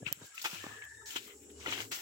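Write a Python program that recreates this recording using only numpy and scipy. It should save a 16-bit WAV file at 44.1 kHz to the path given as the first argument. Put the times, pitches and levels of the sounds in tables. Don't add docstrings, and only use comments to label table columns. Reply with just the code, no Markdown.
import sys
import numpy as np
from scipy import signal
from scipy.fft import rfft, irfft
from scipy.io import wavfile
from scipy.ndimage import map_coordinates

SR = 44100
rng = np.random.default_rng(int(sys.argv[2]) if len(sys.argv) > 2 else 0)


def inscribe(sig):
    pcm = np.round(np.clip(np.atleast_2d(sig).T, -1, 1) * 32767)
    wavfile.write(sys.argv[1], SR, pcm.astype(np.int16))


N = 88905
TIME_S = np.arange(N) / SR
LEFT_RIGHT = np.array([[1], [-1]])


def from_db(db):
    return 10 ** (np.asarray(db) / 20)


def rms_one(x):
    return x / np.sqrt(np.mean(x ** 2) + 1e-20)


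def in_time(rows):
    start_s, *columns = np.transpose(rows)
    return [np.interp(TIME_S, start_s, column) for column in columns]


def at_hz(points, hz):
    pitch_hz, values = np.array(points).T
    return np.interp(np.log(hz), np.log(pitch_hz), values)


def drift(per_s):
    knots = rng.standard_normal(int(N / SR * 40) + 2)
    return map_coordinates(knots, [TIME_S * min(per_s, 39)], order=3)


def ring(clicks, hz, t60):
    shrink = from_db(-60 / (t60 * SR))
    turn = 2 * np.pi * hz / SR
    return signal.lfilter([0, np.sin(turn)], [1, -2 * shrink * np.cos(turn), shrink ** 2], clicks + 1e-18)


def place(a, b, hz):
    # pitch_hz [Hz], likeness [0 to 1]
    port_likeness = [(100, 0.96), (400, 0.78), (1500, 0.25), (3000, 0.22), (7000, 0.13), (14000, 0.13)]
    # pitch_hz [Hz], left_over_right_db [dB]
    port_balance = [(100, 3), (500, 2), (1200, -4.5), (2700, 16.5), (6000, -2), (14000, 7.5)]
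    alike = np.clip(at_hz(port_likeness, hz), 0, 1)
    shared = np.sqrt(1 + alike) * a
    opposed = np.sqrt(1 - alike) * b * LEFT_RIGHT
    return (shared + opposed) * from_db(at_hz(port_balance, hz) / 2 * LEFT_RIGHT) / np.sqrt(2)


def colour(x, spectrum):
    hz = np.maximum(np.fft.rfftfreq(N, 1 / SR), 10)
    a, b = rfft(x)
    return rms_one(irfft(place(a, b, hz) * from_db(at_hz(spectrum, hz)), N))


def grains(per_s, spread_db, cycles, spectrum, count):
    patch_db, patch_per_s, soft_cycles = 2, 9, 10.5
    sizes = from_db(spread_db * np.minimum(rng.exponential(1, (2, N)), 4))
    sizes *= rng.choice([-1, 1], (2, N))
    sizes *= rng.random((2, N)) < per_s / SR
    dealt = rng.integers(0, count, (2, N))
    out = 0
    for k, hz in enumerate(np.geomspace(spectrum[1][0], spectrum[-2][0], count)):
        sharp = ring(sizes * (dealt == k), hz, cycles / hz)
        a, b = rms_one(ring(sharp, hz, soft_cycles / hz))
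        level_db = at_hz(spectrum, hz) + patch_db * drift(patch_per_s)
        out = out + place(a, b, hz) * from_db(level_db) * np.sqrt(hz)
    return rms_one(out)


def hum(hz, width_hz):
    shrink = np.exp(-np.pi * width_hz / SR)
    x = rng.standard_normal((2, N))
    for _ in range(2):
        x = signal.lfilter([1, 0, -1], [1, -2 * shrink * np.cos(2 * np.pi * hz / SR), shrink ** 2], x)
    return rms_one(place(*x, hz))


def blow(s, db, hz, t60, pan_db, contact_s):
    out, start = np.zeros((2, N)), int(s * SR)
    push = np.diff(np.hanning(int(contact_s * SR) + 3))
    wave = ring(np.r_[push, np.zeros(2000)], hz, t60)[:N - start]
    wave = wave / np.abs(wave).max()
    out[:, start:start + len(wave)] = wave * from_db(db + pan_db / 2 * LEFT_RIGHT)
    return out


def rustle():
    # start_s [s], stems_db [dB], leaves_db [dB], stalks_db [dB], blades_db [dB]
    cutting = [
        [(0.0, -75, -86, -104, -89), (0.036, -72, -87, -66, -102), (0.048, -63.5, -83, -95, -89),
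         (0.056, -56.5, -74, -82, -83), (0.064, -44.5, -68, -74, -69), (0.076, -47, -62, -54, -55),
         (0.092, -53, -66, -58.5, -64), (0.118, -57, -82, -60, -70), (0.122, -59, -72, -57, -72),
         (0.128, -49, -76, -61, -54), (0.136, -60, -59, -69, -71), (0.172, -66.5, -72, -70, -76),
         (0.2, -69, -71, -61, -74)],
        [(0.2, -66, -69, -70, -70), (0.206, -63, -68, -63, -79), (0.218, -68, -79, -53.5, -68),
         (0.262, -64, -59, -66.5, -59.5), (0.292, -70, -73, -73, -67), (0.322, -65, -82, -68, -73),
         (0.334, -69, -88, -79, -72), (0.342, -66, -67, -65, -69), (0.352, -62, -53.5, -79, -58.5),
         (0.37, -60, -65, -89, -61), (0.38, -47.5, -58, -72, -60), (0.392, -56, -67, -79, -53),
         (0.4, -51, -59, -76, -57), (0.41, -57, -62, -76, -58), (0.415, -63, -59, -81, -55)],
        [(0.415, -63, -52, -75, -42.5), (0.427, -54, -47, -80, -51), (0.439, -59.5, -58, -67, -53.5),
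         (0.445, -44.5, -50, -58, -43), (0.457, -38, -49.5, -36, -42.5), (0.489, -49, -53, -61, -52.5),
         (0.505, -54, -53, -54.5, -53), (0.547, -49, -53.5, -50, -51.5), (0.575, -52, -59, -56.5, -56),
         (0.62, -53.5, -63, -56.5, -58.5)],
        [(0.62, -56, -62, -70, -59), (0.638, -55.5, -63, -50.5, -58), (0.754, -62.5, -70, -60.5, -65.5),
         (0.78, -61, -75, -63, -69), (0.81, -73, -70, -69, -72), (0.82, -63, -87, -61, -82),
         (0.848, -60.5, -63, -64, -64), (0.868, -71, -84, -62, -86), (0.892, -78, -86, -81, -67.5),
         (0.934, -87, -95, -83, -72), (0.952, -76, -79, -92, -68), (0.994, -97, -91, -101, -88),
         (1.022, -82, -90, -73, -73), (1.05, -87, -88, -83, -92), (1.058, -72, -69, -78, -66)],
        [(1.058, -67.5, -62, -76, -53.5), (1.112, -52, -53.5, -74, -53), (1.152, -52.5, -58, -61.5, -55),
         (1.166, -37.5, -50, -41, -44), (1.204, -57, -62, -79, -60), (1.256, -62.5, -61, -77, -60),
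         (1.278, -60, -61, -58, -62), (1.308, -57.5, -68, -67, -74), (1.382, -83.5, -77, -75.5, -73),
         (1.436, -67.5, -68, -83, -88), (1.49, -79, -97, -72, -87), (1.502, -60, -75, -73, -89),
         (1.516, -73, -68, -77, -68), (1.532, -77, -102, -81, -77), (1.6, -72, -75, -62, -63)],
        [(1.6, -65, -73, -60, -59), (1.614, -56, -76, -67, -60), (1.65, -58.5, -64, -53, -61.5),
         (1.662, -49.5, -63, -43.5, -58), (1.684, -43, -55.5, -45.5, -54), (1.694, -43.5, -58, -43, -54.5),
         (1.716, -44.5, -56, -50, -46), (1.726, -40, -55, -44.5, -51), (1.74, -40.5, -54, -47.5, -48.5),
         (1.756, -46, -57.5, -51, -52.5), (1.796, -46, -56, -47, -53.5), (1.81, -46, -53, -44, -48.5),
         (1.858, -60.5, -61.5, -62, -60.5), (1.902, -82, -69, -79, -75), (1.91, -67, -73, -63, -76)],
        [(1.91, -59, -71, -73, -80), (1.916, -44, -53, -47, -46.5), (1.926, -42.5, -52, -52, -42.5),
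         (1.96, -48.5, -51.5, -60, -46), (1.974, -52, -54, -58, -52.5), (2.016, -56, -56, -61, -53.5)],
    ]
    # pitch_hz [Hz], relative_density_db [dB per Hz]
    stem_tone = [(820, -36), (1400, -2), (1530, -9), (1950, -5), (2700, -3.5), (2930, -3), (4200, -10),
                 (5460, -86), (9240, -120)]
    # pitch_hz [Hz], relative_density_db [dB per Hz]
    stalk_tone = [(210, -36), (350, 2.5), (405, -7), (723, 0), (1600, 4.5), (2080, -54), (3520, -120)]
    # pitch_hz [Hz], relative_density_db [dB per Hz]
    leaf_tone = [(5060, -39), (8600, -4), (12300, -6), (15200, 6), (16200, -27.5), (16500, -43)]
    # pitch_hz [Hz], relative_density_db [dB per Hz]
    blade_tone = [(2350, -33), (4000, -6.5), (7190, -1.5), (8200, -2), (8600, -29), (11200, -28),
                  (18900, -120)]
    tear_trim_db, crunch_trim_db, flick_trim_db = 3, 0, 4
    stems_db, leaves_db, stalks_db, blades_db = in_time(np.concatenate(cutting))
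    stems = grains(per_s=6000, spread_db=2, cycles=29.5, spectrum=stem_tone, count=20)
    stalks = grains(per_s=1500, spread_db=2, cycles=7.9, spectrum=stalk_tone, count=8)
    leaves = grains(per_s=10000, spread_db=2.5, cycles=4, spectrum=leaf_tone, count=8)
    blades = grains(per_s=10000, spread_db=2.5, cycles=4, spectrum=blade_tone, count=8)
    out = from_db(stems_db + tear_trim_db) * stems
    out += from_db(stalks_db + crunch_trim_db) * stalks
    out += from_db(leaves_db + flick_trim_db) * leaves
    out += from_db(blades_db + flick_trim_db) * blades
    return out


def snaps():
    # start_s [s], peak_db [dB], pitch_hz [Hz],
    # low_pitch_hz [Hz], low_level_db [dB against the main ring], t60_s [s], left_over_right_db [dB]
    stalk_snaps = [(0.065, -31, 2635, 1360, -42, 0.018, 23), (0.072, -41, 2230, 1710, -10, 0.024, 24),
                   (0.078, -33, 2460, 1560, -15, 0.023, 12), (0.084, -36, 2780, 1370, -6.5, 0.036, 5.5),
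                   (0.379, -34.5, 2660, 1330, -17, 0.019, 13), (0.396, -41, 3070, 1660, -12, 0.014, 6.0),
                   (0.443, -36, 3440, 872, -3.5, 0.036, -6), (0.449, -35, 1810, 1410, 4, 0.015, -2),
                   (0.457, -26, 2470, 870, -5, 0.036, 1), (0.64, -41, 1750, 1135, 2, 0.02, -9),
                   (0.666, -41, 1830, 764, 9, 0.0075, 4.5), (0.822, -39.5, 2210, 1650, -7, 0.021, 12),
                   (1.107, -34, 3080, 1680, -25, 0.011, 10), (1.161, -26.5, 3000, 1650, -14, 0.0062, -2),
                   (1.166, -46, 3000, 1700, -25, 0.018, -2), (1.659, -53, 1780, 1740, -10, 0.012, -3),
                   (1.661, -28.5, 1995, 1390, -3.5, 0.036, 5.5), (1.672, -35.5, 2970, 1640, -20, 0.036, 18),
                   (1.724, -22, 2880, 1250, -11, 0.0081, 2), (1.728, -28.5, 2260, 1370, -26, 0.01, 10),
                   (1.735, -31, 2900, 1240, -18, 0.01, 14), (1.779, -32, 2120, 1210, -7, 0.0084, 1),
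                   (1.804, -25, 2900, 745, -13, 0.0084, 7.5)]
    contact_s = 0.00015
    out = np.zeros((2, N))
    for s, db, hz, low_hz, low_db, t60, pan_db in stalk_snaps:
        out += blow(s, db, hz, t60, pan_db, contact_s)
        out += blow(s, db + low_db, low_hz, t60, pan_db / 2, contact_s)
    return signal.sosfilt(signal.butter(3, 4200, fs=SR, output="sos"), out)


def thuds():
    # start_s [s], peak_db [dB], pitch_hz [Hz],
    # ring_length [cycles to fall 60 dB], knock_level_db [dB against the dull ring]
    soil_thuds = [(0.022, -39, 117, 8.1, -19), (0.029, -37.5, 134, 1.06, -4.5),
                  (0.066, -38.5, 135, 4.5, -25), (0.114, -43, 134, 2.1, -7), (0.121, -42.5, 130, 2.2, -6),
                  (0.172, -54, 135, 6.1, -19), (0.215, -47, 348, 5.7, -26), (0.221, -42.5, 134, 2.3, -20),
                  (0.241, -51, 110, 4.4, -1), (0.45, -52.5, 365, 1.6, 1), (0.531, -43.5, 173, 7.6, -21),
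                  (0.64, -39.5, 317, 7.6, -33), (0.666, -34.5, 210, 1.4, -27), (1.159, -40, 365, 3.9, -15),
                  (1.261, -54.5, 224, 9, -13), (1.296, -51, 366, 9, -12), (1.668, -38, 436, 4.7, -10),
                  (1.68, -34.5, 318, 2.6, -13)]
    contact_s, knock_hz, knock_t60_s = 0.0016, 533, 0.017
    out = np.zeros((2, N))
    for s, db, hz, cycles, knock_db in soil_thuds:
        out += blow(s, db, hz, cycles / hz, 2.0, contact_s)
        out += blow(s, db + knock_db, knock_hz, knock_t60_s, 1.5, contact_s)
    return out


TICK_S = 0.12685


def tick():
    t60_s, pan_db = 0.00098, -21
    high = blow(TICK_S, -14.5, 13800, t60_s, pan_db, 0)
    low = blow(TICK_S, -25.5, 6800, t60_s, pan_db, 0)
    return high + low


def spray():
    level_db, t60_s = -40, 0.02
    after_s = TIME_S - TICK_S
    fade = from_db(level_db - 60 * np.abs(after_s) / t60_s) * (after_s > 0)
    bright_noise = np.diff(rng.standard_normal((2, N + 1)))
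    return fade * bright_noise


def hits():
    no_bass = signal.butter(2, 96, "high", fs=SR, output="sos")
    return signal.sosfilt(no_bass, snaps() + thuds() + tick()) + spray()


def whirr():
    # start_s [s], level_db [dB]
    whirr_level = [(0.55, -75), (0.592, -63), (0.612, -54.5), (0.79, -50), (0.806, -54), (0.834, -47),
                   (0.902, -56), (0.915, -49.5), (0.942, -57.5), (1.012, -55.5), (1.024, -60.5),
                   (1.12, -59.5)]
    before = (whirr_level[0][0] - 0.05, -90)
    after = (whirr_level[-1][0] + 0.04, -90)
    level_db, = in_time([before, *whirr_level, after])
    return from_db(level_db) * hum(1745, width_hz=175)


def warbles():
    # start_s [s], length_s [s], pitch_hz [Hz], level_db [dB at the height of the swell]
    breathy_tones = [(0.01, 0.041, 1680, -67.5), (0.21, 0.14, 1630, -62.5), (0.329, 0.059, 1312, -57.5),
                     (0.747, 0.087, 436, -60.5), (0.857, 0.4, 900, -69), (0.926, 0.19, 417, -65),
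                     (0.935, 0.13, 3690, -67.5), (1.009, 0.028, 1310, -57.5), (1.258, 0.096, 2077, -63),
                     (1.273, 0.35, 820, -77.5), (1.506, 0.12, 2920, -70.5), (.22, 0.044, 3810, -63.5),
                     (1.433, 0.016, 2270, -73)]
    out = np.zeros((2, N))
    for s, length_s, hz, db in breathy_tones:
        swell = np.sin(np.pi * np.clip((TIME_S - s) / length_s, 0, 1))
        out += from_db(db) * swell * hum(hz, width_hz=80)
    return out


def insects():
    top_cut = signal.butter(8, 8340, fs=SR, output="sos")
    return from_db(-58) * signal.sosfilt(top_cut, hum(7620, width_hz=1780))


def drone():
    # start_s [s], then level_db [dB] of each of the four bands
    band_levels = [(0.0, -73, -66, -57.5, -58), (0.06, -61, -78, -64.5, -62), (0.1, -74, -65, -95, -73),
                   (0.18, -85, -74, -69, -84), (0.23, -89, -75, -69, -64), (0.34, -86, -102, -101, -96),
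                   (0.49, -93, -90, -101, -94), (0.59, -91, -62, -69, -88), (0.65, -87, -64, -81, -60),
                   (0.72, -73, -62, -60.5, -67), (0.82, -76, -71.5, -83, -92), (0.98, -67, -68, -73, -68.5),
                   (1.05, -67, -73, -80, -81), (1.18, -91, -69, -64, -65.5), (1.33, -70, -92, -70, -61),
                   (1.42, -78, -70.5, -64, -65), (1.53, -68, -93, -59.5, -58), (1.63, -58, -64, -60, -59.5),
                   (1.72, -73, -57, -53, -57.5), (1.78, -72, -60, -60.5, -56.5),
                   (1.9, -87, -60.5, -59, -58.5), (2.02, -68, -86, -71, -111)]
    # pitch_hz [Hz], width_hz [Hz]
    bands = [(75, 7.2), (108, 21.6), (270, 155), (410, 88)]
    return sum(from_db(db) * hum(hz, width_hz) for db, (hz, width_hz) in zip(in_time(band_levels), bands))


def air():
    # pitch_hz [Hz], relative_density_db [dB per Hz]
    air_tone = [(350, -38), (600, -17), (2120, -32), (2890, 11.5), (4950, -26), (5500, 35), (6000, -5),
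                (7800, -46), (13200, -120)]
    return from_db(-73) * colour(rng.standard_normal((2, N)), air_tone)


def scene():
    left_lag_s = 0.00019
    left, right = rustle() + hits()
    delay = np.exp(-2j * np.pi * np.fft.rfftfreq(N, 1 / SR) * left_lag_s)
    near = np.array([irfft(rfft(left) * delay, N), right])
    return near + whirr() + warbles() + insects() + drone() + air()


def record(dry):
    # pitch_hz [Hz], relative_density_db [dB per Hz]
    hiss_tone = [(8000, -49), (9300, 0), (11000, 2), (13000, -14), (15000, -13), (16500, -13.5)]
    hiss_db = -67.5
    notch_hz, notch_width_hz, notch_db = 8860, 550, -7.5
    hz = np.fft.rfftfreq(N, 1 / SR)
    hiss = rms_one(irfft(rfft(rng.standard_normal(N)) * from_db(at_hz(hiss_tone, hz + 1)), N))
    wet = dry + from_db(hiss_db) * hiss * np.array([[1], [0]])
    dip = from_db(notch_db * np.exp(-((hz - notch_hz) / notch_width_hz) ** 2))
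    wet = irfft(rfft(wet) * dip, N)
    wet = signal.sosfilt(signal.butter(3, 35, "high", fs=SR, output="sos"), wet)
    return signal.sosfilt(signal.cheby2(14, 60, 16900, fs=SR, output="sos"), wet)


dry = scene()
out = record(dry)
inscribe(out)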